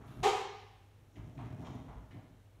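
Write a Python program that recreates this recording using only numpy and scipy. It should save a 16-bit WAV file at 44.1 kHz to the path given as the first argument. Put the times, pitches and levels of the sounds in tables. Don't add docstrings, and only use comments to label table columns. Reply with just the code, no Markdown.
import sys
import numpy as np
from scipy import signal
from scipy.fft import rfft, irfft, next_fast_len
from scipy.io import wavfile
from scipy.ndimage import map_coordinates

SR = 44100
rng = np.random.default_rng(int(sys.argv[2]) if len(sys.argv) > 2 else 0)


def gain_from_decibels(decibels):
    exponent = np.asarray(decibels, float) / 20
    return 10 ** exponent


def log_audio(samples):
    frames = np.atleast_2d(samples).T
    limited = np.clip(frames, -1, 1)
    pcm = np.round(limited * 32767).astype(np.int16)
    wavfile.write(sys.argv[1], SR, pcm)


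N = 114660


def skid():
    # time in seconds, slip rate in Hz, pressure in dB.
    slide_path = [
        (.226, 367.1, -50),
        (.233, 366.6, -36.5),
        (.244, 380, -32),
        (.249, 392.9, -21.5),
        (.258, 390, -23),
        (.265, 419.7, -23),
        (.272, 480, -27),
        (.279, 510, -35),
        (.29, 510, -71),
    ]
    # centre in Hz, width in Hz, level in dB.
    wheel_modes = [(409, 133, 4.5), (528.6, 52, -1), (766.5, 68, 2), (1200, 170, -17.5), (2200, 550, -20.5)]
    # frequency in Hz, level in dB per Hz.
    grit_colour = [(530, -25.5), (900, -0.5), (1350, -15), (2050, -12.5), (2820, -12.5), (3300, -15.5),
                   (6900, -19), (15500, -44.5)]
    jitter, scatter_db = 0.04, 5
    low_hz, high_hz = 300, 2500
    grit_start_s, grit_rise_s, grit_fade_s, grit_db = 0.229, 0.012, 0.029, -25

    slip_hz, pressure_db = curves(slide_path)
    turns = np.cumsum(slip_hz * (1 + jitter * wobble(150))) / SR
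    slips = np.diff(np.floor(turns), prepend=0) * gain_from_decibels(scatter_db * rng.standard_normal(N))

    def soft_rubber(hz):
        low_cut = (1j * hz / (low_hz + 1j * hz)) ** 4
        high_cut = (high_hz / (high_hz + 1j * hz)) ** 2
        return low_cut * high_cut

    squeak = unit(filtered(filtered(slips, body(wheel_modes)), soft_rubber))
    touching = pressure_db > slide_path[0][2] + 1
    t = np.maximum(np.arange(N) / SR - grit_start_s, 0)
    grit = noise(grit_colour) * (1 - np.exp(-t / grit_rise_s)) * np.exp(-t / grit_fade_s)
    return gain_from_decibels(pressure_db) * touching * squeak + gain_from_decibels(grit_db) * grit


def rolling():
    # time in seconds, rolling effort in dB.
    effort_path = [(0.0, -41), (0.02, -49.5), (0.2, -46), (0.37, -63), (0.39, -65), (0.61, -72),
                   (1.13, -68), (1.17, -50), (1.32, -52.5), (1.36, -48.5), (1.41, -45.5), (1.78, -43),
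                   (1.85, -50), (1.99, -52), (2.06, -62), (2.16, -52), (2.55, -78.5), (2.6, -55)]
    # centre in Hz, width in Hz, level in dB.
    board_modes = [(54.1, 16, -5.5), (116.9, 25.1, 3.5), (174, 30, -2.5), (249.8, 61.4, -3.5),
                   (354.5, 77, -13.5), (625, 15.2, -10.5), (874, 275, -28)]
    # frequency in Hz, level in dB per Hz.
    tread_colour = [(240, -25), (400, 15.5), (1110, -12), (1340, -17.5), (1590, -6.5), (3020, -27),
                    (12000, -43), (15600, -61), (22000, -120)]
    bumps_per_s, bump_scatter_db = 600, 2.5
    rumble_db, hiss_db = -2, -21
    hiss_growth = 0.8

    effort_db, = curves(effort_path)
    hits = rng.random(N) < bumps_per_s / SR
    bumps = unit(hits * rng.standard_normal(N) * gain_from_decibels(bump_scatter_db * wobble(29.904)))
    boards = body(board_modes)
    rumble = filtered(gain_from_decibels(effort_db) * bumps, boards) / np.std(filtered(bumps, boards))
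    top_db = effort_db.max()
    tread_db = hiss_db + top_db + hiss_growth * (effort_db - top_db) + 1.4 * wobble(29)
    hiss = gain_from_decibels(tread_db) * noise(tread_colour)
    return gain_from_decibels(rumble_db) * rumble + hiss


def knocks():
    # start in seconds, level in dB, fade time in seconds, centre in Hz.
    joints = [(.006, -62.5, 0.22, 1080), (.06, -74.5, 0.26, 10900), (.075, -68, 0.076, 3070),
              (1.156, -58.5, .012, 2440), (1.181, -56.5, 0.014, 1070), (1.376, -54.5, 0.007, 1800),
              (1.388, -49.5, 0.027, 980), (1.399, -64, 0.089, 1620), (1.623, -55.5, 0.052, 770),
              (1.646, -57.5, 0.024, 2200), (1.665, -55.5, 0.011, 3150), (1.668, -47.5, 0.014, 890),
              (1.768, -57.5, 0.024, 726), (1.881, -55, 0.058, 830), (2.108, -56.5, 0.016, 1880),
              (2.115, -72, 0.019, 3840), (2.15, -60.5, 0.036, 670)]
    rise_s, relative_width = 0.002, 0.8
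    out = np.zeros(N + SR)
    t = np.arange(SR // 5) / SR
    for start, db, fade_s, hz in joints:
        ring = body([(hz, relative_width * hz, 0)])
        scuff = unit(filtered(rng.standard_normal(len(t)), lambda f: ring(f) ** 2))
        envelope = (1 - np.exp(-t / rise_s)) * np.exp(-t / fade_s)
        out[round(start * SR):][:len(t)] += gain_from_decibels(db) * scuff * envelope
    return out[:N]


def thumps():
    # start in seconds, level in dB, pitch in Hz of the joist or board that answers.
    pushes = [
        (0.169, -48, 55.4),
        (0.251, -51, 55),
        (.34, -55.5, 62.2),
        (1.176, -43.5, 112.6),
        (1.19, -45.5, 55.6),
        (1.272, -49, 108),
        (1.42, -38, 113.3),
        (1.88, -50, 54.4),
        (1.959, -42.5, 54.8),
        (2.149, -55, 111),
    ]
    rise_s, t60_s = 0.0068, 0.4
    out = np.zeros(N + SR)
    t = np.arange(SR // 2) / SR
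    for start, db, hz in pushes:
        envelope = gain_from_decibels(db - 60 * t / t60_s) * (1 - np.exp(-t / rise_s))
        out[round(start * SR):][:len(t)] += envelope * np.sin(2 * np.pi * hz * t)
    return out[:N]


def bearings():
    # time in seconds, level in dB.
    spin_path = [(0, -79), (.08, -83.5), (.22, -81.5), (.4, -93), (1.0, -92), (1.17, -82), (1.35, -82.5),
                 (1.6, -81), (1.67, -69), (1.78, -78.5), (1.9, -85), (2.6, -102)]
    # frequency in Hz, level in dB per Hz.
    whisper_colour = [(2500, -54), (4500, -13), (5400, 8.5), (7200, 8.5), (7900, -24), (13000, -18),
                      (15600, -8)]
    spin_db, = curves(spin_path)
    return gain_from_decibels(spin_db + 1.6 * wobble(24.5)) * noise(whisper_colour)


def far_walls(x):
    # delay in seconds, level in dB.
    echoes = [
        (.037, -5.5),
        (.10, -11),
        (.125, -12),
        (.165, -15.5),
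    ]
    return sum(gain_from_decibels(db) * np.pad(x, (round(delay * SR), 0))[:N] for delay, db in echoes)


def room(x):
    # frequency in Hz, time to fall 60 dB in seconds.
    decay_times = [(100, 1), (400, 0.7), (2000, 0.96), (5000, 0.93), (8000, 0.56), (12000, 0.34)]
    first_wall_s = 0.0049
    hz, t, grains = signal.stft(rng.standard_normal(SR), SR, nperseg=256)
    decay = gain_from_decibels(-60 * t / along(decay_times, hz)[:, None])
    tail = signal.istft(grains * decay, SR, nperseg=256)[1]
    tail = tail * (1 - np.exp(-np.arange(len(tail)) / SR / first_wall_s))
    return signal.fftconvolve(x, tail / np.linalg.norm(tail))[:N]


def background():
    # frequency in Hz, level in dB.
    hum_tones = [(48.4, -72.5), (100.6, -63)]
    # frequency in Hz, level in dB per Hz.
    air_colour = [(15, -45.5), (25, -20), (101, -11.5), (204, -29), (260, -28), (411, -24), (849, -29),
                  (1270, -33), (15500, -47)]
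    air_db, hum_wobble_db, hum_drift_rad = -66.5, 1, 0.38
    t = np.arange(N) / SR
    hum = np.zeros(N)
    for hz, db in hum_tones:
        level = gain_from_decibels(db + 2 + hum_wobble_db * wobble(11.35))
        hum += level * np.sin(2 * np.pi * hz * t + hum_drift_rad * wobble(15))
    return hum + gain_from_decibels(air_db) * noise(air_colour)


def unit(x):
    return x / np.sqrt(np.mean(x ** 2) + 1e-20)


def along(points, hz):
    f, v = np.transpose(points)
    return np.interp(np.log(hz + 1), np.log(f + 1), v)


def curves(rows):
    s, *cols = np.transpose(rows)
    return [np.interp(np.arange(N) / SR, s, c) for c in cols]


def wobble(rate):
    return map_coordinates(rng.standard_normal(N // 100), [np.arange(N) * rate / SR])


def filtered(x, response):
    m = next_fast_len(len(x) + SR // 2)
    return irfft(rfft(x, m) * response(np.fft.rfftfreq(m, 1 / SR)), m)[:len(x)]


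def body(peaks):
    def response(f):
        total = 0
        for k, (centre, width, db) in enumerate(peaks):
            damping = 1j * f * width
            total = total + (-1) ** k * gain_from_decibels(db) * damping / (centre * centre - f * f + damping)
        return total
    return response


def noise(spectrum):
    return unit(filtered(rng.standard_normal(N), lambda hz: gain_from_decibels(along(spectrum, hz))))


def scene():
    slide, taps = skid(), knocks()
    roll = rolling() + thumps() + bearings()
    room_db, roll_room_db, taps_db = -1, -10.5, -0.5
    wet = room(gain_from_decibels(room_db) * (slide + taps) + gain_from_decibels(roll_room_db) * roll)
    direct = slide + gain_from_decibels(taps_db) * taps + roll
    return (direct + far_walls(slide) + wet + background())[None]


def roll_off(x):
    return signal.sosfilt(signal.butter(12, 15690, fs=SR, output="sos"), x)


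def record(dry):
    # frequency in Hz, gain in dB.
    mic_colour = [(20, 6), (40, 1.5), (3900, -1.09), (4850, -6), (5500, -3), (7300, -3.5), (8000, -3),
                  (10500, -3)]
    top_hz = 15700
    mix = filtered(dry[0], lambda hz: gain_from_decibels(along(mic_colour, hz)) * (hz < top_hz))[None]
    return roll_off(mix)


dry = scene()
out = record(dry)
log_audio(out)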